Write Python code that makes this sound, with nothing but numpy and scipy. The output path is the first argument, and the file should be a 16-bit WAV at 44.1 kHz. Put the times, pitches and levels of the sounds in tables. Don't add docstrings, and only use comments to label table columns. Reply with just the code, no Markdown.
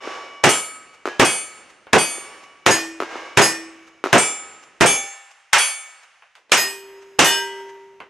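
import sys
import numpy as np
from scipy import signal
from scipy.io import wavfile

SR = 44100
rng = np.random.default_rng(int(sys.argv[2]) if len(sys.argv) > 2 else 0)


def write(x):
    x = np.atleast_2d(x).T
    wavfile.write(sys.argv[1], SR, np.round(np.clip(x, -1, 1) * 32767).astype(np.int16))


N = 356769
TIME = np.arange(N) / SR
SMALL, MIDDLE, LARGE = range(3)

# start in seconds, level in dB, brightness in dB, which plate is hit,
# and where it is hit, across and up (both from -1 to 1).
SHOTS = [(0.4389, -2, -1, SMALL, 0.41, 1), (1.1970, -0.5, -3.5, SMALL, 0.42, -0.073),
         (1.9318, 1.5, -7.5, SMALL, 0.35, -0.39), (2.6630, -2, 0, MIDDLE, -0.46, 0.36),
         (3.373, -2, -2, MIDDLE, 0.43, 0), (4.129, 0.5, -6.5, SMALL, -0.39, 1),
         (4.8088, -0.5, -6, SMALL, -0.42, -0.44), (5.5315, -0.5, 0, SMALL, 0.13, -0.37),
         (6.519, -1.5, 15, LARGE, -0.89, 0.33), (7.1908, -1, 5.5, LARGE, 0.82, 0.2)]
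# frequency in Hz, level in dB.
BLAST_COLOUR = [(24, -47), (40, -16.5), (233, -8.5), (373, -5.5), (659, -4), (1290, -4), (1420, -2.5),
                (1820, -7), (2170, 0.5), (3220, -11), (4030, -17.5), (6460, -12), (10600, -26.5),
                (12900, -38), (15000, -59.5)]
# frequency in Hz, seconds to fade by 60 dB (called t60).
PORCH_T60 = [(60, 0.11), (200, 0.29), (600, 0.34), (2000, 0.3), (5000, 0.35), (9000, .28), (14000, 0.068)]
# pitch in Hz, width in Hz, boost in dB.
PORCH_RESONANCES = [(126, 57, 9.5), (344, 76, 3), (405, 28, 4.5), (695, 21, 1.5), (860, 170, 2)]


def blasts(bands, porch_db=2.0, front_db=7.5, front_s=0.00025, crack_db=-15.0, crack_t60=0.014,
           slap_db=7.5, slap_s=0.041, slap_width_s=0.016):
    out, t, band_hz = np.zeros((2, N)), TIME[:int(.8 * SR)], CENTRES[:, None]
    slap = np.exp(-((t - slap_s) / slap_width_s) ** 2)
    slap = slap / (1 + (band_hz / 1000) ** 2 + (170 / band_hz) ** 2)
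    decay = band_gains(BLAST_COLOUR)[:, None] * fade(t, at_hz(PORCH_T60, band_hz))
    for s, db, bright_db in (shot[:3] for shot in SHOTS):
        slap_boost_db = (slap_db - 0.73 * bright_db) * slap
        treble_db = bright_db / (1 + 2000 / band_hz)
        shape = (decay * from_db(slap_boost_db + treble_db)).astype(np.float32)
        start = round(s * SR)
        rattle = np.einsum("bct,bt->ct", bands[..., start:start + len(t)], shape)
        add(out, s, from_db(db + porch_db) * rattle)
        add(out, s + 0.00065, -from_db(db + front_db) * pressure_pulse(front_s))
        hiss = cut(cut(rng.standard_normal(len(t)), 6400, "high"), 7800, "low")
        add(out, s - .001, from_db(db + bright_db + crack_db) * hiss * fade(t, crack_t60))
    return cut(resonate(out, PORCH_RESONANCES), 12500, "low")


def pressure_pulse(push_s):
    t = TIME[:SR // 20] / push_s
    return (1 - t) * np.exp(-t)


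# pitch in Hz, level in dB, t60 in seconds, dB gained by
# a hit to the side and, for the small plate only, dB gained by a high hit.
SMALL_MODES = [(794, -33, 0.93, -14.5, -5), (1276, -30, 1, -2, 5), (1770, -32.5, 0.85, -8, -10),
               (2254, -17.5, 0.68, -1, -1.5), (2334, -13.5, 0.41, -11, -2.5), (2510, -14, 0.3, 13.5, -10.5),
               (2730, -32, 0.59, -13, -7.5), (2990, -16.5, 0.38, 0, -1), (3290, -9, 0.24, 1.5, -5.5),
               (3480, -22.5, 0.53, -8.5, -5), (4450, -38.5, 0.96, 7.5, -1.5), (4470, -32, 0.46, 9.5, -2.5),
               (4597, -15.5, 0.29, 10, -11.5), (5286, -25, 0.46, -11, -2.5), (6140, -16, 0.37, -6, -0.5),
               (6460, -18, 0.47, -6, -16.5), (6780, -36.5, 0.52, 6.5, -21.5), (7260, -30.5, 0.19, 5, -3),
               (7240, -16.5, 0.6, -5.5, 3), (7574, -18, 0.56, -6.5, 2), (8000, -25, 0.45, 3, 0.5),
               (8280, -3, 0.13, -8, 1.5), (8780, -15.5, 0.25, -8, 5.5), (8880, -11, 0.43, 14, -5.5),
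               (9200, -8, 0.077, 4.5, -4.5), (9560, -19.5, 0.49, -4, 3.5), (9670, -8.5, 0.24, -9, 1.5),
               (10220, -11, 0.36, -2.5, -11), (10590, -28, 0.4, 22.5, 0), (11570, -26.5, 0.39, 15.5, -1.5),
               (13195, -38, 0.43, 12, -9)]
MIDDLE_MODES = [(327, -17.5, 0.97, -2), (1730, -4.5, 0.17, -13.5), (1810, -10.5, 0.46, 1),
                (1951, -16, 0.41, 2.5), (2460, -13, 0.44, -4.5), (4200, -17, 0.31, -5.5),
                (4957, -4.5, 0.24, -1.5), (5140, -15, 0.34, 7), (5600, -17, 0.44, 3),
                (6510, -18, 0.34, 4.5), (6613, 0.5, 0.21, -5.5), (7620, -16, 0.2, 8), (7670, -13, 0.39, 3),
                (8000, -17.5, 0.22, 6.5), (8070, -21, 0.46, 8), (8600, -12, 0.2, -10),
                (9200, -19.5, 0.36, 3), (9900, -17, 0.21, 2.5), (10060, -9, 0.23, -0.5),
                (10710, -33, 0.39, 3.5), (12570, -27, 0.16, -3.5), (12525, -20, 0.32, -1.5)]
LARGE_MODES = [(392, -23, 1.7, 1.5), (935, -24.5, 1.16, 8), (1584, -18.5, 0.6, 11.5), (1856, 0, 0.29, -3.5),
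               (1985, -31.5, 1.1, 7.5), (2470, -6, 0.37, -3.5), (2936, -11.5, 0.49, 7.5),
               (3120, -22.5, 0.42, 10), (3220, -26.5, 0.7, 5), (3557, -13, 0.3, 10), (4385, -14, 0.36, 2),
               (5043, -5.5, 0.26, -7.5), (5253, -12.5, 0.39, 10), (6000, -10.5, 0.17, 12),
               (6330, -30.5, 0.51, 7), (6580, -15.5, 0.35, 9.5), (6670, -12, 0.23, -13.5),
               (7370, -24.5, 0.31, 16.5), (7805, -12, 0.36, 0), (7920, -18.5, 0.33, -11.5),
               (8297, -13, 0.35, 0.5), (8350, -17, 0.24, 6.5), (8300, -13, 0.34, 4),
               (9400, -24.5, 0.3, 12.5), (10024, -12.5, 0.26, 5.5), (10100, -19.5, 0.31, -9),
               (10550, -18, 0.27, 1), (12292, -12.5, 0.29, 3.5), (12730, -10.5, 0.3, -7)]
# distance in metres, ring level in dB, seconds for its echoes to build up.
STANDS = [(7.3, 0, 0.03), (6.3, -2, 0.021), (7.6, 2.5, 0.043)]
BULLET_M_PER_S, SOUND_M_PER_S = 240, 343


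def plates(bands, modes_db=-2.5, shimmer_db=-23.0, splash_db=-13.0, splash_t60=0.13):
    rings, splash = np.zeros((2, N)), np.zeros(N)
    weak_hz = np.linspace(2000, 13300, 70) + rng.uniform(-80, 80, (3, 70))
    for s, _, _, plate, *spot in SHOTS:
        distance, ring_db, swell_s = STANDS[plate]
        heard_s = s + distance / BULLET_M_PER_S + distance / SOUND_M_PER_S
        for hz, db, t60, *spot_gains in (SMALL_MODES, MIDDLE_MODES, LARGE_MODES)[plate]:
            spot_db = sum(gain * place for gain, place in zip(spot_gains, spot))
            add(rings, heard_s, from_db(modes_db + ring_db + db + spot_db) * ringing(hz, t60, swell_s))
        add(rings, heard_s, from_db(shimmer_db + ring_db) * shimmer(weak_hz[plate]))
        add(splash, heard_s, from_db(splash_db + ring_db) * fade(TIME[:SR], splash_t60))
    splash_colour = [(300, -34.5), (2000, -4), (4000, -13), (6000, 0.5), (9500, -5), (11500, -15),
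                     (15000, -24)]
    return rings + splash * coloured(bands, splash_colour)


def ringing(hz, t60, swell_s=0.14, direct=0.2, waver_hz=11.0, linger_db=-43.0, linger_t60=1.16):
    t = TIME[:int(np.clip(t60, 1, 2) * SR)]
    knots = np.arange(0, 2, .5 / waver_hz)
    chance = rng.standard_normal((3, len(knots))) + 1j * rng.standard_normal((3, len(knots)))
    depth = .42 * hz / (hz + 1500)
    apart = min(hz / 11000, 1)
    waver = 1 + depth * (chance[0] + apart * chance[1:])
    phase = rng.uniform(0, 2 * np.pi) + apart * rng.uniform(-2.6, 1, (2, 1))
    decay = fade(t, t60) + from_db(linger_db) * fade(t, linger_t60)
    build_up = 1 - (1 - direct) * np.exp(-t / swell_s)
    tone = decay * build_up * np.exp(2j * np.pi * hz * t)
    return np.array([(np.interp(t, knots, ear) * tone).real for ear in waver * np.exp(1j * phase)])


# frequency in Hz, level in dB.
SHIMMER_COLOUR = [(2000, 0), (3300, 6), (3900, -14.5), (4500, 2), (6000, 0.5), (9500, -7.5), (11000, -18.5),
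                  (13500, -14)]


def shimmer(pitches, t60=0.38, swell_s=0.01):
    t, count = TIME[:int(.7 * SR)], len(pitches)
    strengths = from_db(at_hz(SHIMMER_COLOUR, pitches)) * rng.random(count)
    per_ear = strengths * rng.uniform(0.25, 1, (2, count))
    phases = 2 * np.pi * pitches[:, None] * t + rng.uniform(0, 2 * np.pi, (count, 1))
    return per_ear @ np.sin(phases.astype(np.float32)) * fade(t, t60) * (1 - np.exp(-t / swell_s))


# frequency in Hz, level in dB.
ROLL_COLOUR = [(50, -8), (150, -11), (350, 3.5), (800, 1), (1500, 2.5), (2700, 0.5), (4000, -15.5),
               (6000, -9.5), (9000, -41), (14000, -64)]
HILL_COLOUR = [(100, -19), (800, 9), (2500, 5), (4000, -5.5), (6500, 1.5), (9500, -21), (14000, -20)]


def range_echoes(bands, roll_db=-33.0, roll_t60=1.715, roll_rise_s=0.057,
                 hill_db=-47.5, hill_metres=87, hill_width_s=0.009):
    roll_power, hill = np.zeros(N), np.zeros(N)
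    round_trip_s = 2 * hill_metres / SOUND_M_PER_S
    roll_shape = (1 - np.exp(-TIME / roll_rise_s)) * fade(TIME, roll_t60)
    hill_shape = 1 / (1 + ((TIME[:SR] - round_trip_s) / hill_width_s) ** 2)
    for s, db, *_ in SHOTS:
        add(roll_power, s, (from_db(db + roll_db) * roll_shape) ** 2)
        add(hill, s, from_db(db + hill_db) * hill_shape)
    return np.sqrt(roll_power) * coloured(bands, ROLL_COLOUR) + hill * coloured(bands, HILL_COLOUR)


# start in seconds, level in dB, name of the target.
NEXT_BAY_SHOTS = [(1.0557, -5.5, "ding"), (3.003, -5.5, "chord"), (4.04, -3, "miss")]
# delay in seconds, level in dB, dulled above Hz.
BAY_PATHS = [(0, 1, 2600), (0.0132, -11.5, 11900), (0.0202, 0.5, 1110), (.031, -7.5, 4000),
             (.043, -21, 6950)]
BAY_PLATES = {"ding": [(1669, -22, 0.59), (2412, -36, .35), (3070, -33.5, .35)],
              "chord": [(1610, -32, 0.95), (2150, -33.5, 1)], "miss": []}
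# time of the thump in seconds, then the levels of thump, wash and ring in dB.
FAR_SHOTS = [(.074, -14.5, -24.5, 2.5), (2.181, -21.5, -33.5, -6), (3.156, -17.5, -28.5, -4)]
# pitch in Hz, level in dB, t60 in seconds.
FAR_PLATE = [(1136, -32.5, 1.84), (2270, -40.5, 3), (2930, -41, 2.1), (3560, -47, .9), (5383, -44, 1.2)]


def neighbours(bands, push_s=0.0004, ring_wait_s=0.027, bay_tail_db=-24.5, bay_t60=0.6,
               wash_t60=1.025, wash_lead_s=0.069, wash_rise_s=0.075):
    pulses, wash, rings = np.zeros(N), np.zeros(N), np.zeros((2, N))
    pulse = pressure_pulse(push_s)
    for s, db, target in NEXT_BAY_SHOTS:
        for delay, path_db, dull_hz in BAY_PATHS:
            add(pulses, s + delay, from_db(db + path_db) * cut(pulse, dull_hz, "low", order=1))
        add(wash, s, from_db(bay_tail_db + db) * fade(TIME, bay_t60))
        add(rings, s + ring_wait_s, clang(BAY_PLATES[target]))
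    far_wash = (1 - np.exp(-TIME / wash_rise_s)) * fade(TIME, wash_t60)
    for s, thump_db, wash_db, ring_db in FAR_SHOTS:
        add(rings, s - wash_lead_s, from_db(ring_db) * clang(FAR_PLATE))
        add(pulses, s, from_db(thump_db + 6.0) * cut(pulse, 890, "low"))
        add(wash, s - wash_lead_s, from_db(wash_db) * far_wash)
    pulses = cut(pulses, 271, "high", order=4)
    pulses = resonate(pulses, [(374, 120, 8.8), (1305, 190, 11.7)])
    wash_colour = [(60, -15.5), (180, -16), (380, 6.5), (1000, 6), (2700, -1), (4000, -10),
                   (6000, -10), (9000, -29.5), (14000, -67)]
    return pulses + rings + wash * coloured(bands, wash_colour)


def clang(modes):
    out = np.zeros((2, 2 * SR))
    for hz, db, t60 in modes:
        add(out, 0, from_db(db) * ringing(hz, t60))
    return out


# start in seconds, level in dB, brightness in dB.
GUN_CLICKS = [(1.869, -42.5, -34), (6.222, -46, -28), (6.353, -46.5, -6.5), (6.496, -52.5, -4),
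              (8.003, -35.5, -23.5)]


def gun_action(bands, click_t60=0.0056, porch_db=0.5, porch_t60=.22, hammer_db=-31.0, lead_s=0.0037):
    body, edge, t = np.zeros(N), np.zeros(N), TIME[:SR // 2]
    shape = fade(t, click_t60) + from_db(porch_db) * fade(t, porch_t60)
    hammer_falls = [(s - lead_s, hammer_db, -8) for s, *_ in SHOTS]
    for s, db, bright_db in GUN_CLICKS + hammer_falls:
        add(body, s, from_db(db) * shape)
        add(edge, s, from_db(db + bright_db) * shape)
    clack = coloured(bands, [(100, -11.5), (500, 2.5), (1100, 3), (2600, -3), (4000, -37.5), (12000, -45)])
    snap = coloured(bands, [(500, -17.5), (3000, 4.5), (6000, -4), (9500, -10.5), (14000, -41)])
    return body * clack + edge * snap


# frequency in Hz, level in dB.
AIR_COLOUR = [(40, -13), (150, 0), (500, -3), (1200, -5), (2800, -5), (4000, -18.5), (6500, -18),
              (10000, -45), (15000, -60.5)]


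def air(bands, level_db=-65):
    return from_db(level_db) * coloured(bands, AIR_COLOUR)


# frequency in Hz, likeness (0 unrelated, 1 the same).
EAR_LIKENESS = [(60, .2), (130, .3), (300, .8), (700, .9), (1500, .92), (3000, .84), (5000, .68),
                (9000, .68), (14000, .4)]
# frequency in Hz, dB by which the left is louder.
EAR_BALANCE = [(60, -11), (130, -1.5), (300, -2.4), (1000, -0.5), (5000, -1.5), (9000, 1)]
EDGES = 35 * 2 ** np.arange(0, 9.1, .4)
CENTRES = np.sqrt(EDGES[1:] * EDGES[:-1])


def noise_bands():
    white, bands, ears = rng.standard_normal((2, 2, N)), [], np.array([[1], [-1]])
    for k, hz in enumerate(CENTRES):
        band_pass = signal.butter(2, EDGES[k:k + 2], "band", fs=SR, output="sos")
        mid, side = signal.sosfilt(band_pass, white[k % 2])
        alike = at_hz(EAR_LIKENESS, hz)
        stereo = np.sqrt((1 + alike) / 2) * mid + np.sqrt((1 - alike) / 2) * side * ears
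        bands.append(stereo * from_db(ears * at_hz(EAR_BALANCE, hz) / 2))
    return np.array(bands, dtype=np.float32)


def band_gains(colour):
    gains = from_db(at_hz(colour, CENTRES))
    power = np.sum(gains ** 2 * np.diff(EDGES)) * 2 / SR
    return (gains / np.sqrt(power)).astype(np.float32)


def coloured(bands, colour):
    return np.roll(np.tensordot(band_gains(colour), bands, 1), rng.integers(N), axis=-1)


def resonate(x, resonances):
    for hz, width_hz, db in resonances:
        x = x + (from_db(db) - 1) * signal.lfilter(*signal.iirpeak(hz, hz / width_hz, fs=SR), x)
    return x


def from_db(db):
    return 10 ** (np.asarray(db) / 20)


def at_hz(points, hz):
    return np.interp(np.log(hz), np.log(np.array(points)[:, 0]), np.array(points)[:, 1])


def fade(t, t60):
    return np.exp(-np.log(1000) * t / t60)


def cut(x, hz, kind, order=2):
    return signal.sosfilt(signal.butter(order, min(hz, .45 * SR), kind, fs=SR, output="sos"), x + 1e-18)


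def add(out, s, sound):
    start = max(round(s * SR), 0)
    part = sound[..., :N - start]
    out[..., start:start + part.shape[-1]] += part


def scene():
    bands = noise_bands()
    hush = air(bands)
    return blasts(bands) + range_echoes(bands) + plates(bands) + neighbours(bands) + gun_action(bands) + hush


def thin_bass(x, from_s=5.05, until_s=6.34, rise_s=.06, fall_s=0.12, full_hz=24, thin_hz=550, bass_db=-9):
    block = 256
    highs, state, t = np.zeros_like(x), np.zeros((2, 2)), TIME[::block]
    rise = 1 - np.exp(-np.maximum(t - from_s, 0) / rise_s)
    fall = np.exp(-np.maximum(t - until_s, 0) / fall_s)
    for i, hz in zip(range(0, N, block), full_hz + (thin_hz - full_hz) * rise * fall):
        k = np.tan(np.pi * hz / SR)
        poles = [1 + np.sqrt(2) * k + k * k, 2 * (k * k - 1), 1 - np.sqrt(2) * k + k * k]
        highs[:, i:i + block], state = signal.lfilter([1, -2, 1], poles, x[:, i:i + block], zi=state)
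    return highs + from_db(bass_db) * (x - highs)


def record(dry, limit_db=-9.0, release_db_per_s=32.5, attack_s=0.0011, knee_db=3.5):
    x = thin_bass(dry)
    step = 1 / (attack_s * SR)
    power = signal.lfilter([step], [1, step - 1], np.mean(x ** 2, axis=0))
    over_db = np.maximum(10 * np.log10(power + 1e-12) - limit_db, 0)
    recovery_db = release_db_per_s * TIME
    duck_db = np.maximum.accumulate(over_db + recovery_db) - recovery_db
    eased_db = knee_db * np.minimum(duck_db / 6, 1)
    overloaded = np.tanh(x * from_db(eased_db - duck_db))
    rumble = from_db(-56) * cut(cut(rng.standard_normal((2, N)), 170, "low"), 60, "high")
    x = cut(thin_bass(overloaded + rumble), 13000, "low", order=4)
    return signal.sosfilt(signal.cheby2(12, 80, 16400, fs=SR, output="sos"), x)


dry = scene()
out = record(dry)
write(out)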